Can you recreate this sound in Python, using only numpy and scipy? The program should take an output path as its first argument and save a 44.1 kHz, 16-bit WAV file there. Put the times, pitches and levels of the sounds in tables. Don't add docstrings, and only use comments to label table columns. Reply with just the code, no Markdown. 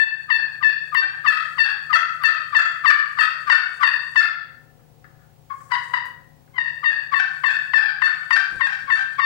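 import sys
import numpy as np
from scipy import signal
from scipy.fft import rfft, irfft, next_fast_len
from scipy.io import wavfile
from scipy.ndimage import map_coordinates

SR = 44100
rng = np.random.default_rng(int(sys.argv[2]) if len(sys.argv) > 2 else 0)


def amplitude_ratio(level_db):
    exponent = np.asarray(level_db, float) / 20
    return 10 ** exponent


def to_wav(s):
    ch = np.atleast_2d(s).T
    pcm = np.round(np.clip(ch, -1, 1) * 32767)
    wavfile.write(sys.argv[1], SR, pcm.astype(np.int16))


N = 407925


def unit(x):
    return x / np.sqrt(np.mean(x ** 2) + 1e-20)


def along(points, hz):
    f, value = np.transpose(points)
    return np.interp(np.log(hz + 1), np.log(f + 1), value)


def wobble(rate, size):
    knots = rng.standard_normal(size // 20 + 4)
    return map_coordinates(knots, [np.arange(size) * rate / SR])


def step(t, width):
    return .5 + .5 * np.tanh(t / width)


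def add(out, x, at):
    out[:, at:at + x.shape[1]] += x
    return out


# time of the drop in seconds, locked slip rate in Hz, squeal level in dB,
# lead-in in seconds, lead-in relative level in dB.
FIRST_RUN = [(-.03, 880.8, -10, 0.0083, -6.5), (.306, 882, -12.5, 0.033, -15),
             (.631, 878.7, -13.5, 0.029, -5), (.953, 895, -16, 0.037, -1.5), (1.266, 876, -14, 0.031, -8),
             (1.587, 889.4, -17, 0.023, -3), (1.934, 883, -13, 0.044, -6.5),
             (2.240, 884, -13.5, 0.049, -11.5), (2.552, 881.5, -12.5, .035, -7),
             (2.862, 891, -13.5, .035, -0.5), (3.191, 888, -12, 0.027, -10),
             (3.503, 890.7, -10.5, 0.047, -10), (3.837, 906.4, -11, 0.047, -5.5),
             (4.162, 883, -12, 0.021, -10.5)]
CLUCKS = [
    (5.508, 1071, -32, 0.015, 3.5),
    (5.722, 969, -12.5, 0.026, -21.5),
    (5.94, 962, -12.5, 0.0084, -13),
]
SECOND_RUN = [
    (6.586, 916.6, -16, 0.054, -6),
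    (6.844, 911.5, -12, 0.022, -7),
    (7.143, 882.6, -15.5, 0.037, -1.5),
    (7.444, 883.2, -16.5, 0.014, 1),
    (7.739, 880.5, -15, 0.01, -12),
    (8.023, 881, -16, .018, -14.5),
    (8.311, 901, -17, .013, -17.5),
    (8.613, 898.3, -18, .02, 5),
    (8.906, 889.4, -15.5, 0.041, 1),
    (9.202, 906, -20, .027, 6),
]
# time after the drop in seconds, slow slip rate in Hz,
# chatter relative level in dB, slow slip relative level in dB.
BREAKS = [(.07, 790, -11, -21.5), (.074, 830, -10.5, -15), (.062, 250, -5, -42.5), (.062, 810, -9.5, -7),
          (.036, 656, -8.5, -4.5), (.05, 833, -3.2, -8.5), (0.02, 650, -18, 5.5), (.036, 638, -8.5, -5),
          (.03, 662, -7.5, -6), (.035, 574, -8.5, -0.5), (0.022, 640, -7, -7), (0.023, 740, -6, -10),
          (0.021, 500, -0.5, -34.5), (0.041, 697, -9.5, -8.5), (0.018, 540, -4.5, -36),
          (0.022, 530, -1, -34.5), (0.013, 480, -4, -39.5), (.03, 809, -8.5, -56), (.05, 870, -7, -17),
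          (.044, 777, -7, -11), (.041, 755, 2.5, -20.5), (.04, 790, -3, -6.5), (.04, 758, -8.5, -6),
          (.05, 800, -3.5, -9), (0.05, 793, -7.5, -9), (0.051, 792, -15, -4), (.098, 760, -11.7, 1)]
# time in seconds, pressure from 0 to 1, steepness of the striker from 0 to about 1.
HAND = [(0, 0.2, .9), (.95, 0.48, .7), (1.27, 0.77, .95), (1.932, 0.7, 1.05), (2.55, 0.78, .55),
        (3.19, 0.85, .75), (4.158, 0.8, .4), (5.5, 0.9, 0), (5.94, 0.8, .3), (6.59, 0.02, 0.3),
        (6.85, 0.15, .6), (7.14, 0.59, .3), (7.74, .55, .3), (8.2, 1, .3), (8.6, 0.64, .05),
        (9.2, 0.81, .1)]


def strokes():
    times, pressure, steepness = np.transpose(HAND)
    rows = [*FIRST_RUN, *CLUCKS, *SECOND_RUN]
    first_cluck = len(FIRST_RUN)
    after_rest = first_cluck + len(CLUCKS)
    for i, (row, (squeal, slow_hz, chatter_db, slow_db)) in enumerate(zip(rows, BREAKS)):
        s, lock_hz, db, lead, lead_db = row
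        hard = np.interp(s, times, pressure)
        steep = np.interp(s, times, steepness)
        cluck = first_cluck <= i < after_rest
        rasp = 0.22 - 0.1 * hard
        bite_db = -3.5 + 6 * hard
        lead_hz = 1096 + 131.35 * steep - 110 * (i == after_rest)
        if cluck:
            rasp *= 0.43
            bite_db += 0.47 * (db + 7.5)
            lead_hz = lock_hz + 37
        tone_db = (-3 + 10 * hard + 4.5 * cluck, 4 + 6.5 * steep, 4 + 0.5 * steep, 10.5 * steep)
        yield s, db, dict(
            lead=lead, lead_db=lead_db, lead_hz=lead_hz, sag_hz_per_s=3200 * steep, lock_hz=lock_hz,
            squeal=squeal, slow_hz=slow_hz, rasp=rasp, chatter_db=chatter_db, slow_db=slow_db,
            bite_db=bite_db, jolt_db=8 - 3 * steep - 4.5 * cluck, drop=0.00302 + 0.003075 * steep,
            tone_db=tone_db, grit_db=-10 + 21.5 * hard)


def slips(rate_hz, bite_db, light, tone_db):
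    phase = 2 * np.pi * np.cumsum(rate_hz) / SR
    k = np.arange(1, 15)[:, None]
    main_mode_hz = POT[3][0]
    tuned = np.exp(-((2 * rate_hz - main_mode_hz) / 90) ** 2)
    scatter_db = rng.normal(0, 5, k.shape) * (k > 5)
    colour_db = np.select([k == 1, k == 3, k == 4, k == 5], tone_db, scatter_db)
    upper_db = 14 * light ** 3 * (k > 1) + 20 * np.sqrt(light) * np.log2(np.maximum(k / 2, 1))
    fade_db = 12 * tuned * (k == 1) + upper_db
    return np.sum(amplitude_ratio(bite_db * np.log2(k) + colour_db - fade_db) * np.cos(k * phase), axis=0)


def stroke(lead, lead_db, lead_hz, sag_hz_per_s, lock_hz, squeal, slow_hz, rasp, chatter_db, slow_db,
           bite_db, jolt_db, drop, tone_db, grit_db):
    size = SR * 3 // 10
    t = np.arange(size) / SR - lead
    early = step(-t - drop, drop)
    rough = step(t - squeal, 0.0036)

    grip = step(t + lead * .62, lead * .24)
    lead_gain_db = lead_db * step(-t - .005, 0.0019)
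    tremor_db = (3.15 + 3 * early + 0.94 * rough) * np.tanh(wobble(90, size))
    arch_db = 4.5 * (np.sin(np.pi * np.clip(t / squeal, 0, 1)) - .5)
    press = amplitude_ratio(lead_gain_db + tremor_db - 67.5 * np.clip(t, 0, squeal) + arch_db)
    overshoot = 1.3 * np.exp(-((t + .002) / .005) ** 2)
    rebound = np.exp(-((t - .009) / .003) ** 2)
    jolt = amplitude_ratio(jolt_db * (overshoot - rebound))
    lift = amplitude_ratio(-22 * np.clip(t - squeal, 0, None) / rasp)

    above = (lead_hz - lock_hz - sag_hz_per_s * (t + lead / 2) + 12 * wobble(200, size)) * early
    above += 25 * np.exp(-np.abs(t) / (1.48 * drop))
    rate = lock_hz + above + 3 * wobble(55.3, size) + rough * 30 * wobble(297.1, size)
    settling = .22 * np.exp(-np.abs(t) / .011)
    light = np.clip(above / 280 + 0.0067 * rough + settling, 0, 1)
    hops = np.tanh(wobble(110, size))
    locked = slips(rate, bite_db, light, tone_db)
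    locked *= 1 - rough + rough * amplitude_ratio(chatter_db + 4.6 * hops + 3)

    slow_rate = slow_hz * (1 + 0.02403 * wobble(248.3, size) + 0.02074 * wobble(25.27, size))
    slow = slips(slow_rate, bite_db, 0.016, (7.0, 1.5, 5.0, 5.6))
    flutter_db = 5 * np.tanh(wobble(130, size))
    slow *= rough * amplitude_ratio(chatter_db + slow_db + 11.0 - 10.95 * hops + flutter_db)

    grain = rng.standard_normal(size) * amplitude_ratio(grit_db + 1.8 * np.tanh(wobble(150, size)))
    catch = amplitude_ratio(-11 - .6 * lead_db) * early
    grit = grain * (amplitude_ratio(-19.0) + catch + rough * amplitude_ratio(chatter_db + 14.5 + 1.01 * slow_db))
    return grip * press * jolt * lift * (locked + slow + grit)


# frequency in Hz, bandwidth in Hz, level in dB.
POT = [(1129.7, 100, -1.5), (1231.5, 164.7, 3), (1539, 274, 4), (1790, 122.6, 11.5), (1823.6, 235.7, 5.5),
       (2746, 160, -14), (2850, 280, -24), (3700, 72, -20), (4445, 94, -13), (4920, 1200, -23.5),
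       (7340, 500, -64.5), (9300, 6700, -59.5)]


def pot(hz):
    modes = 0
    for k, (centre, width, db) in enumerate(POT):
        damping = 1j * hz * width
        modes = modes + (-1) ** k * amplitude_ratio(db) * damping / (centre * centre - hz * hz + damping)
    radiation = (hz * hz / (hz * hz - 800 ** 2 - 1j * hz * 900)) ** 2
    return modes * radiation / (1 + 1j * hz / 9000) ** 2


# frequency in Hz, decay time to -60 dB in seconds.
ROOM = [(600, 0.49), (1800, 0.52), (2700, 0.44), (4500, 0.49), (10000, 0.12)]


def heard(force, s, pan_db, out):
    hz, t, z = signal.stft(rng.standard_normal((2, 30000)), SR, nperseg=256)
    decay = amplitude_ratio(-60 * t / along(ROOM, hz)[:, None])
    tail = signal.istft(z * decay, SR, nperseg=256)[1][:, :30000]
    tail = np.pad(tail / np.linalg.norm(tail[0]), ((0, 0), (150, 0)))
    path = tail * amplitude_ratio([[-5.5], [-3.5 - pan_db]])
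    path[[0, 1], [0, 10]] = 1, amplitude_ratio(-6 - pan_db)
    size = next_fast_len(len(force) + path.shape[1])
    response = pot(np.fft.rfftfreq(size, 1 / SR)) * rfft(path, size)
    sound = irfft(rfft(force, size) * response, size)
    return add(out, sound, SR + round(s * SR))


def yelps(out):
    for s, db, settings in strokes():
        heard(amplitude_ratio(db + 7.0) * stroke(**settings), s - settings["lead"], 12.5, out)


# start in seconds, level in dB, dullness corner in Hz, length in seconds,
# click relative level in dB.
TAPS = [
    (0.946, -23, 8900, 0.00025, 5.5),
    (2.236, -20, 9100, 0.00069, -1.5),
    (4.792, -76, 5000, 0.016, -26.5),
    (5.042, -48.5, 1200, 0.0065, -31),
    (5.189, -71.5, 1500, 0.065, -45.5),
    (5.603, -60.5, 5000, 0.007, -40),
    (6.053, -61, 12100, 0.038, 14),
    (6.476, -65, 1970, 0.005, -35),
]


def taps(out):
    t = np.arange(SR // 8) / SR
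    for s, db, hz, long, click_db in TAPS:
        keep = np.exp(-2 * np.pi * hz / SR)
        burst = rng.standard_normal(len(t)) * np.exp(-t / long)
        blow = signal.lfilter([1 - keep], [1, -keep], burst)
        heard(amplitude_ratio(db + 30) * blow, s, 12, out)
        add(out, amplitude_ratio(db + click_db) * blow * amplitude_ratio([[0], [-9]]), SR + round(s * SR))


def call():
    out = np.zeros((2, N + 3 * SR))
    yelps(out)
    taps(out)
    return out[:, SR:SR + N]


def coloured(gain):
    size = next_fast_len(N)
    spectrum = rfft(rng.standard_normal((2, size))) * gain(np.fft.rfftfreq(size, 1 / SR))
    return unit(irfft(spectrum, size)[:, :N])


# frequency in Hz, level in dB.
DRAG = [(3000, -30), (5000, -5.5), (8000, 1.5), (12000, -10.5), (15500, -21.5)]


def drag():
    t = np.arange(N // 32 + 1) * 32 / SR
    rows = list(strokes())
    level = np.zeros(len(t))
    for (a, _, settings), (b, *_) in zip(rows, rows[1:]):
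        if b - a < .4:
            level += amplitude_ratio(0.56 * settings["grit_db"]) * np.exp(-((t - b + 0.084) / 0.09) ** 2)
    for s, db, settings in rows:
        squeal = settings["squeal"]
        burst_db = db + settings["grit_db"] + .5 * settings["slow_db"] + 28
        fall_db = 230 * np.abs(t - s - squeal)
        level += amplitude_ratio(burst_db - fall_db) * step(t - s - 0.11 * squeal, 0.0038)
    grains = amplitude_ratio(2.5 * np.tanh(wobble(120, N)) + 3 * np.tanh(wobble(5, N)))
    hiss = coloured(lambda hz: amplitude_ratio(along(DRAG, hz) + [[0], [-9]]))
    return amplitude_ratio(-63.5) * np.repeat(level, 32)[:N] * grains * hiss


# frequency in Hz, level in dB per Hz.
AIR = [(15, -48.5), (25, -20.5), (144, -6), (198, -15.5), (410, -17.5), (537, -19), (598, -23.5),
       (722, -15), (1240, -27.5), (13500, -38), (15500, -33)]
# frequency in Hz, left-right difference in dB.
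LEAN = [(40, 15.5), (200, 13), (700, 6), (2400, 2), (8000, -2)]


def air():
    return amplitude_ratio(-55.0) * coloured(lambda hz: amplitude_ratio(along(AIR, hz) + along(LEAN, hz) * [[.5], [-.5]]))


# frequency in Hz, left level in dB, right level in dB, wander in dB.
HUM = [(69.6, -65, -71, -1), (118, -55, -83.5, 0), (149.7, -50, -79, 0.5), (248.5, -65.5, -78.5, 4),
       (477, -74, -77, 10), (543, -61.5, -77, -3), (756, -80.5, -67.5, 2), (15734, -73, -65, 0.5)]


def hum():
    t = np.arange(N) / SR
    tones = np.zeros((2, N))
    for hz, left, right, wander in HUM:
        level = amplitude_ratio([[left], [right]] + wander * np.tanh(wobble(4.5, N)))
        tones += level * np.sin(2 * np.pi * hz * t + 0.84 * wander / 3 * wobble(27, N))
    return tones


# time in seconds, length in seconds, level in dB.
SHUFFLES = [
    (5.2, 0.067, -78),
    (8.553, 0.042, -40.5),
    (8.839, 0.031, -55),
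]


def shuffles():
    t = np.arange(N) / SR
    swell = sum(amplitude_ratio(db) * np.exp(-((t - s) / long) ** 2) for s, long, db in SHUFFLES)
    return swell * coloured(lambda hz: hz / (70 + hz) / (1 + (hz / 250) ** 2) * amplitude_ratio([[0], [-9]]))


def scene():
    return call() + drag() + air() + hum() + shuffles()


def roll_off(x):
    return signal.sosfilt(signal.butter(12, 15870, fs=SR, output="sos"), x)


def record(dry):
    def follow(seconds):
        share = 1 / (seconds * SR)
        start = np.mean(dry[0, :SR // 50] ** 2)
        return signal.lfilter([share], [1, share - 1], dry[0] ** 2, zi=[start])[0]

    power = follow(0.067) + .5 * follow(0.02)
    held = dry * (1 + power / amplitude_ratio(-37)) ** -.26
    held = held / (1 + np.abs(held) ** 4) ** .25
    return roll_off(held)


dry = scene()
out = record(dry)
to_wav(out)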